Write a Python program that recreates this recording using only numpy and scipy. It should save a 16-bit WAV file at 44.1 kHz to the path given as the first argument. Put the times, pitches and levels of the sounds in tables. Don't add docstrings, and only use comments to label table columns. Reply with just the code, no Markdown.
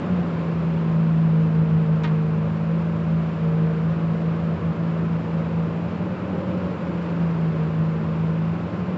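import sys
import numpy as np
from scipy import signal
from scipy.fft import rfft, irfft, next_fast_len
from scipy.io import wavfile

SR = 44100
rng = np.random.default_rng(int(sys.argv[2]) if len(sys.argv) > 2 else 0)


def generate_wav(signal):
    frames = np.transpose(np.atleast_2d(signal))
    scaled = np.clip(frames, -1, 1) * 32767
    pcm = np.round(scaled).astype(np.int16)
    wavfile.write(sys.argv[1], SR, pcm)


def level_to_linear(level):
    exponent = np.asarray(level, float) / 20
    return 10 ** exponent


N = 395577
TIME = np.arange(N) / SR
WORK_RPM = 1640

# t/s, speed/rpm
DIGGER_SPEED = [(0, 1815), (.12, 1805), (.32, 1664), (1.35, 1612), (2.3, 1586), (2.8, 1655), (3.6, 1612),
                (4.05, 1650), (5.74, 1656), (6.1, 1825), (6.33, 1853), (6.62, 1818), (6.9, 1722),
                (7.25, 1680), (7.55, 1598), (8.45, 1634), (8.82, 1798), (8.97, 1815)]
# t/s, level/dB
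DIGGER_EFFORT = [(0, -33), (.12, -21.5), (.4, -24.5), (.83, -21.5), (1.01, -18), (1.93, -16.5), (2.4, -21),
                 (3.6, -20.5), (4.5, -22.5), (5.6, -21.5), (6.1, -29), (6.7, -27), (7.45, -20.5),
                 (8.5, -23), (8.82, -25.5), (8.97, -28.5)]
# t/s, depth/dB, half length/s
BEAT_DIPS = [(.3, 3.5, 0.11), (1.1, 2.2, 0.083), (1.506, 4.5, 0.065), (1.665, 5, 0.072),
             (1.844, 4.5, 0.076), (2.02, 6.5, .11), (2.27, 3.5, 0.15), (2.57, 3.5, .13), (2.807, 3, 0.085),
             (3.004, 4.5, .13), (3.32, 4, .17), (3.772, 4, 0.1), (3.996, 2.5, 0.08), (4.21, 3.5, 0.074),
             (4.38, 4.5, 0.07), (4.591, 13, 0.059), (4.748, 16, 0.038), (4.96, 3.5, 0.084),
             (5.246, 7.5, 0.12), (5.448, 6.5, .12), (5.683, 5, .08), (5.89, 4.5, 0.16), (6.426, 2, .22),
             (6.836, 6.5, 0.18), (7.069, 3.5, 0.14), (7.376, 3.5, 0.11), (7.54, 6, 0.056),
             (7.707, 6, 0.086), (8.04, 4, .22), (8.684, 9, 0.18)]
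# multiple of shaft speed, level/dB
DIGGER_NOTES = [(8.55, -56), (9, -53), (12, -60), (14.25, -52), (21.4, -55), (25.65, -58), (28.5, -60),
                (34.2, -61)]
# start t/s, end t/s, level/dB
PUMP_STROKES = [
    (1.26, 2.56, -38.5),
    (2.502, 3.128, -42.5),
    (3.323, 3.885, -36),
    (4.027, 4.92, -42),
    (5.148, 5.85, -43.5),
    (6.017, 6.22, -37),
    (6.262, 6.704, -39.5),
    (6.85, 7.182, -41),
    (7.332, 8.4, -41.5),
]
# t/s, speed/rpm
TRUCK_SPEED = [(0, 1800), (.35, 1772), (1.0, 1644), (1.3, 1624), (2.2, 1591), (2.6, 1598), (3.3, 1634),
               (3.8, 1614), (4.2, 1620), (4.9, 1646), (5.9, 1636), (6.4, 1697), (6.8, 1741), (7.25, 1712),
               (7.8, 1613), (8.4, 1610), (8.97, 1645)]
# t/s, level/dB
TRUCK_EFFORT = [(0, -37.5), (.6, -39), (1.0, -33), (1.3, -32), (3.3, -34), (3.6, -36.5), (4.2, -36),
                (5.9, -37), (6.4, -43), (7.25, -44.5), (7.6, -36), (8.0, -34.5), (8.97, -39.5)]
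# multiple of shaft speed, level/dB
TRUCK_NOTES = [(12, -55), (16, -58), (20, -52), (24, -57)]
# t/s, level/dB, time to fall 60 dB/s, brightness/(dB per octave)
CRACK_HITS = [
    (2.0345, -35, .06, 4),
    (2.039, -35, .14, 0),
    (2.074, -40, .14, -1),
]
# f/Hz, level/dB (per Hz)
CRACK_COLOUR = [(500, -10), (900, 2), (1300, 2.5), (2000, 1), (2800, -4), (3800, -8), (5400, -18.5),
                (7500, -25), (8300, -56.5)]
# t/s, slip rate/Hz, level/dB
JUDDER = [(2.034, 326, -70), (2.036, 324, -36), (2.044, 315, -33), (2.056, 308, -32), (2.064, 305, -38),
          (2.07, 305, -46), (2.09, 303, -48)]
# start t/s, end t/s, start f/Hz, end f/Hz, level/dB
GROANS = [(1.55, 1.85, 94, 94, -39), (4.35, 4.75, 91, 91, -38), (7.75, 8.2, 90, 94, -39),
          (6.1, 6.85, 304, 309, -43), (6.85, 7.35, 306, 303, -44), (4.93, 5.05, 378, 395, -38.5),
          (5.6, 7.35, 578, 574, -47), (3.8, 4.5, 583, 590, -49), (2.6, 3.1, 586, 588, -50),
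          (7.3, 7.75, 384, 380, -45), (6.8, 7.3, 404, 398, -47), (6.1, 6.8, 264, 258, -46),
          (6.7, 7.6, 348, 334, -47), (0, .6, 360, 348, -45), (4.8, 6.0, 548, 546, -50),
          (3.85, 4.6, 702, 706, -51)]
# t/s, f/Hz, level/dB
FAR_ENGINE = [(0, 180, -46), (.6, 175, -37.5), (2.1, 163, -45), (3, 161, -45), (4.6, 160.4, -42),
              (5.8, 161.8, -40), (6.15, 164.3, -35.5), (6.6, 168, -35.5), (6.85, 169, -44), (7.7, 163, -46),
              (8.5, 163.2, -44), (8.75, 164.3, -34), (8.97, 165.2, -33)]
# f/Hz, level/dB (per Hz)
RUMBLE_COLOUR = [(20, -42), (48, -25.5), (61, -18), (70, -17.5), (77, -2), (125, -0.5), (140, 2), (190, 5),
                 (240, -4), (300, -0.5), (440, -5.5), (580, -3.5), (650, -13.5), (900, -32)]
# f/Hz, level/dB (per Hz)
ROAR_COLOUR = [(400, -21), (650, -1.5), (820, -1.5), (1000, 0), (1400, -3.5), (1900, -11), (2600, -12.5),
               (3500, -21.5), (5000, -28.5), (6500, -37.5), (7450, -35.5), (7780, -47), (8000, -55.5),
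               (8700, -77)]


def rms_one(x):
    return x / np.sqrt(np.mean(x ** 2) + 1e-20)


def in_time(rows):
    s, *columns = np.transpose(rows)
    return [np.interp(TIME, s, column) for column in columns]


def drift(rate):
    step, settle = 40, 2000
    r = np.exp(-2 * step * np.pi * rate / SR)
    coarse = rng.standard_normal(N // step + settle + 2)
    slow = signal.lfilter([1], [1, -2 * r, r * r], coarse)[settle:]
    return np.interp(np.arange(N) / step, np.arange(len(slow)), rms_one(slow))


def note(turns, level_db, wobble, flutter_db):
    phase = 2 * np.pi * (turns + rng.random()) + wobble * drift(6)
    gain = level_to_linear(level_db + flutter_db * drift(6.8))
    return np.sqrt(2) * gain * np.sin(phase)


def noise_bands(spectrum, source=None):
    size = next_fast_len(N)
    hz = np.maximum(np.arange(size // 2 + 1) * SR / size, 1)
    corner_hz, level_db = np.transpose(spectrum)
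    colour = level_to_linear(np.interp(np.log(hz), np.log(corner_hz), level_db, right=-120))
    flat = rng.standard_normal(size) if source is None else source
    coloured = rfft(flat, size) * colour / np.sqrt(np.mean(colour ** 2))
    for centre in 18 * 2 ** np.arange(0, 9.1, .5):
        share = np.clip(1 - 2 * np.abs(np.log2(hz / centre)), 0, 1)
        if np.max(share * colour) > 1e-3:
            yield centre, irfft(coloured * share, size)[:N]


def digger(turns, rpm):
    firing_db, = in_time(DIGGER_EFFORT)
    for s, depth_db, half_s in BEAT_DIPS:
        firing_db = firing_db - depth_db * np.clip(1 - np.abs(TIME - s) / half_s, 0, 1)
    third_db = -42 + 0.015 * (rpm - WORK_RPM)
    uneven = 1 + .05 * drift(30)
    out = uneven * note(6 * turns, firing_db, wobble=.08, flutter_db=.1)
    out += note(3 * turns, third_db, wobble=.25, flutter_db=1.2)
    out += pump_level() * note(17.1 * turns, 0, wobble=.25, flutter_db=.6)
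    for multiple, level_db in DIGGER_NOTES:
        out += note(multiple * turns, level_db, wobble=.8, flutter_db=2.5)
    return out


def pump_level():
    idle_db, ramp_s = -55.5, .1
    level = np.full(N, level_to_linear(idle_db))
    for start, end, level_db in PUMP_STROKES:
        ramp = np.clip(np.minimum(TIME - start, end - TIME) / ramp_s, 0, 1)
        level = np.maximum(level, level_to_linear(level_db) * ramp ** 2)
    return level


def truck(rpm):
    firing_db, = in_time(TRUCK_EFFORT)
    bank_db = -40 - 0.049 * (rpm - WORK_RPM)
    turns = np.cumsum(rpm / 60) / SR
    out = note(8 * turns, firing_db, wobble=.2, flutter_db=.7)
    out += note(4 * turns, bank_db, wobble=.25, flutter_db=1.2)
    for multiple, level_db in TRUCK_NOTES:
        out += note(multiple * turns, level_db, wobble=.8, flutter_db=2.5)
    return out


def crack():
    first = round(CRACK_HITS[0][0] * SR)
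    span = slice(first, first + SR // 2)
    out = grit(span)
    out[span] += judder_buzz(span)[span]
    return out


def grit(span):
    out = np.zeros(N)
    for hz, band in noise_bands(CRACK_COLOUR):
        quick = (hz / 2000) ** .5
        for s, level_db, t60, tilt_db in CRACK_HITS:
            age = np.maximum(TIME[span] - s, 0)
            rise = 1 - np.exp(-age * quick ** 2 / .0015)
            fall_db = 60 * age * quick / t60
            out[span] += band[span] * rise * level_to_linear(level_db + tilt_db * np.log2(hz / 2000) - fall_db)
    return out


def judder_buzz(span):
    per_s, slip_db = in_time(JUDDER)
    slips = np.diff(np.floor(np.cumsum(per_s) / SR), prepend=0) * np.sqrt(SR / per_s)
    slips *= level_to_linear(slip_db + 1.7 * rng.standard_normal(N))
    slips *= (TIME > JUDDER[0][0]) * (TIME < JUDDER[-1][0])
    buzz = sum(band / (1 + (hz / 5000) ** 2) for hz, band in noise_bands(CRACK_COLOUR, slips))
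    for lag_s in (.0007, .0013):
        loop = np.r_[1, np.zeros(round(lag_s * SR) - 1), .5]
        buzz[span] = signal.lfilter(loop[::-1], loop, buzz[span])
    return buzz


def groans():
    out = np.zeros(N)
    for start, end, start_hz, end_hz, level_db in GROANS:
        swell = np.sin(np.pi * np.clip((TIME - start) / (end - start), 0, 1)) ** .5
        hz = np.interp(TIME, [start, end], [start_hz, end_hz])
        out += swell * note(np.cumsum(hz) / SR, level_db, wobble=1.2, flutter_db=1.5)
    return out


def far_machines():
    hz, level_db = in_time(FAR_ENGINE)
    whine_hz, whine_db = 1049, -54.5
    engine = note(np.cumsum(hz) / SR, level_db, wobble=.3, flutter_db=1.2)
    return engine + note(whine_hz * TIME, whine_db, wobble=.45, flutter_db=2.2)


def exhaust_rumble(truck_racing, racing):
    rumble = sum(level_to_linear(.5 * drift(4)) * band for hz, band in noise_bands(RUMBLE_COLOUR))
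    level_db = -32 + 0.0064 * racing + 0.0127 * truck_racing
    return level_to_linear(level_db) * rumble


def fan_roar(turns, truck_racing):
    throb_db = .4 * np.cos(2 * np.pi * turns) + .3 * np.cos(12 * np.pi * turns) + .3 * drift(15)
    tilt_db = 0.0007 * truck_racing
    roar = np.zeros(N)
    for hz, band in noise_bands(ROAR_COLOUR):
        octaves = np.log2(hz / 1400)
        throb_share = np.clip(hz / 3000, 0, 1.3)
        roar += level_to_linear(tilt_db * octaves + throb_db * throb_share + .25 * drift(3)) * band
    return level_to_linear(-39.5 + 0.0074 * truck_racing) * roar


def scene():
    (rpm,), (truck_rpm,) = in_time(DIGGER_SPEED), in_time(TRUCK_SPEED)
    turns = np.cumsum(rpm / 60) / SR
    racing, truck_racing = rpm - WORK_RPM, truck_rpm - WORK_RPM
    engines = digger(turns, rpm) + truck(truck_rpm) + far_machines()
    noise = exhaust_rumble(truck_racing, racing) + fan_roar(turns, truck_racing)
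    return (engines + crack() + groans() + noise)[None]


def low_pass(x):
    return signal.sosfilt(signal.butter(12, 8420, fs=SR, output="sos"), x)


def record(dry):
    hiss = level_to_linear(-97) * rng.standard_normal(dry.shape)
    return low_pass(dry + hiss)


dry = scene()
out = record(dry)
generate_wav(out)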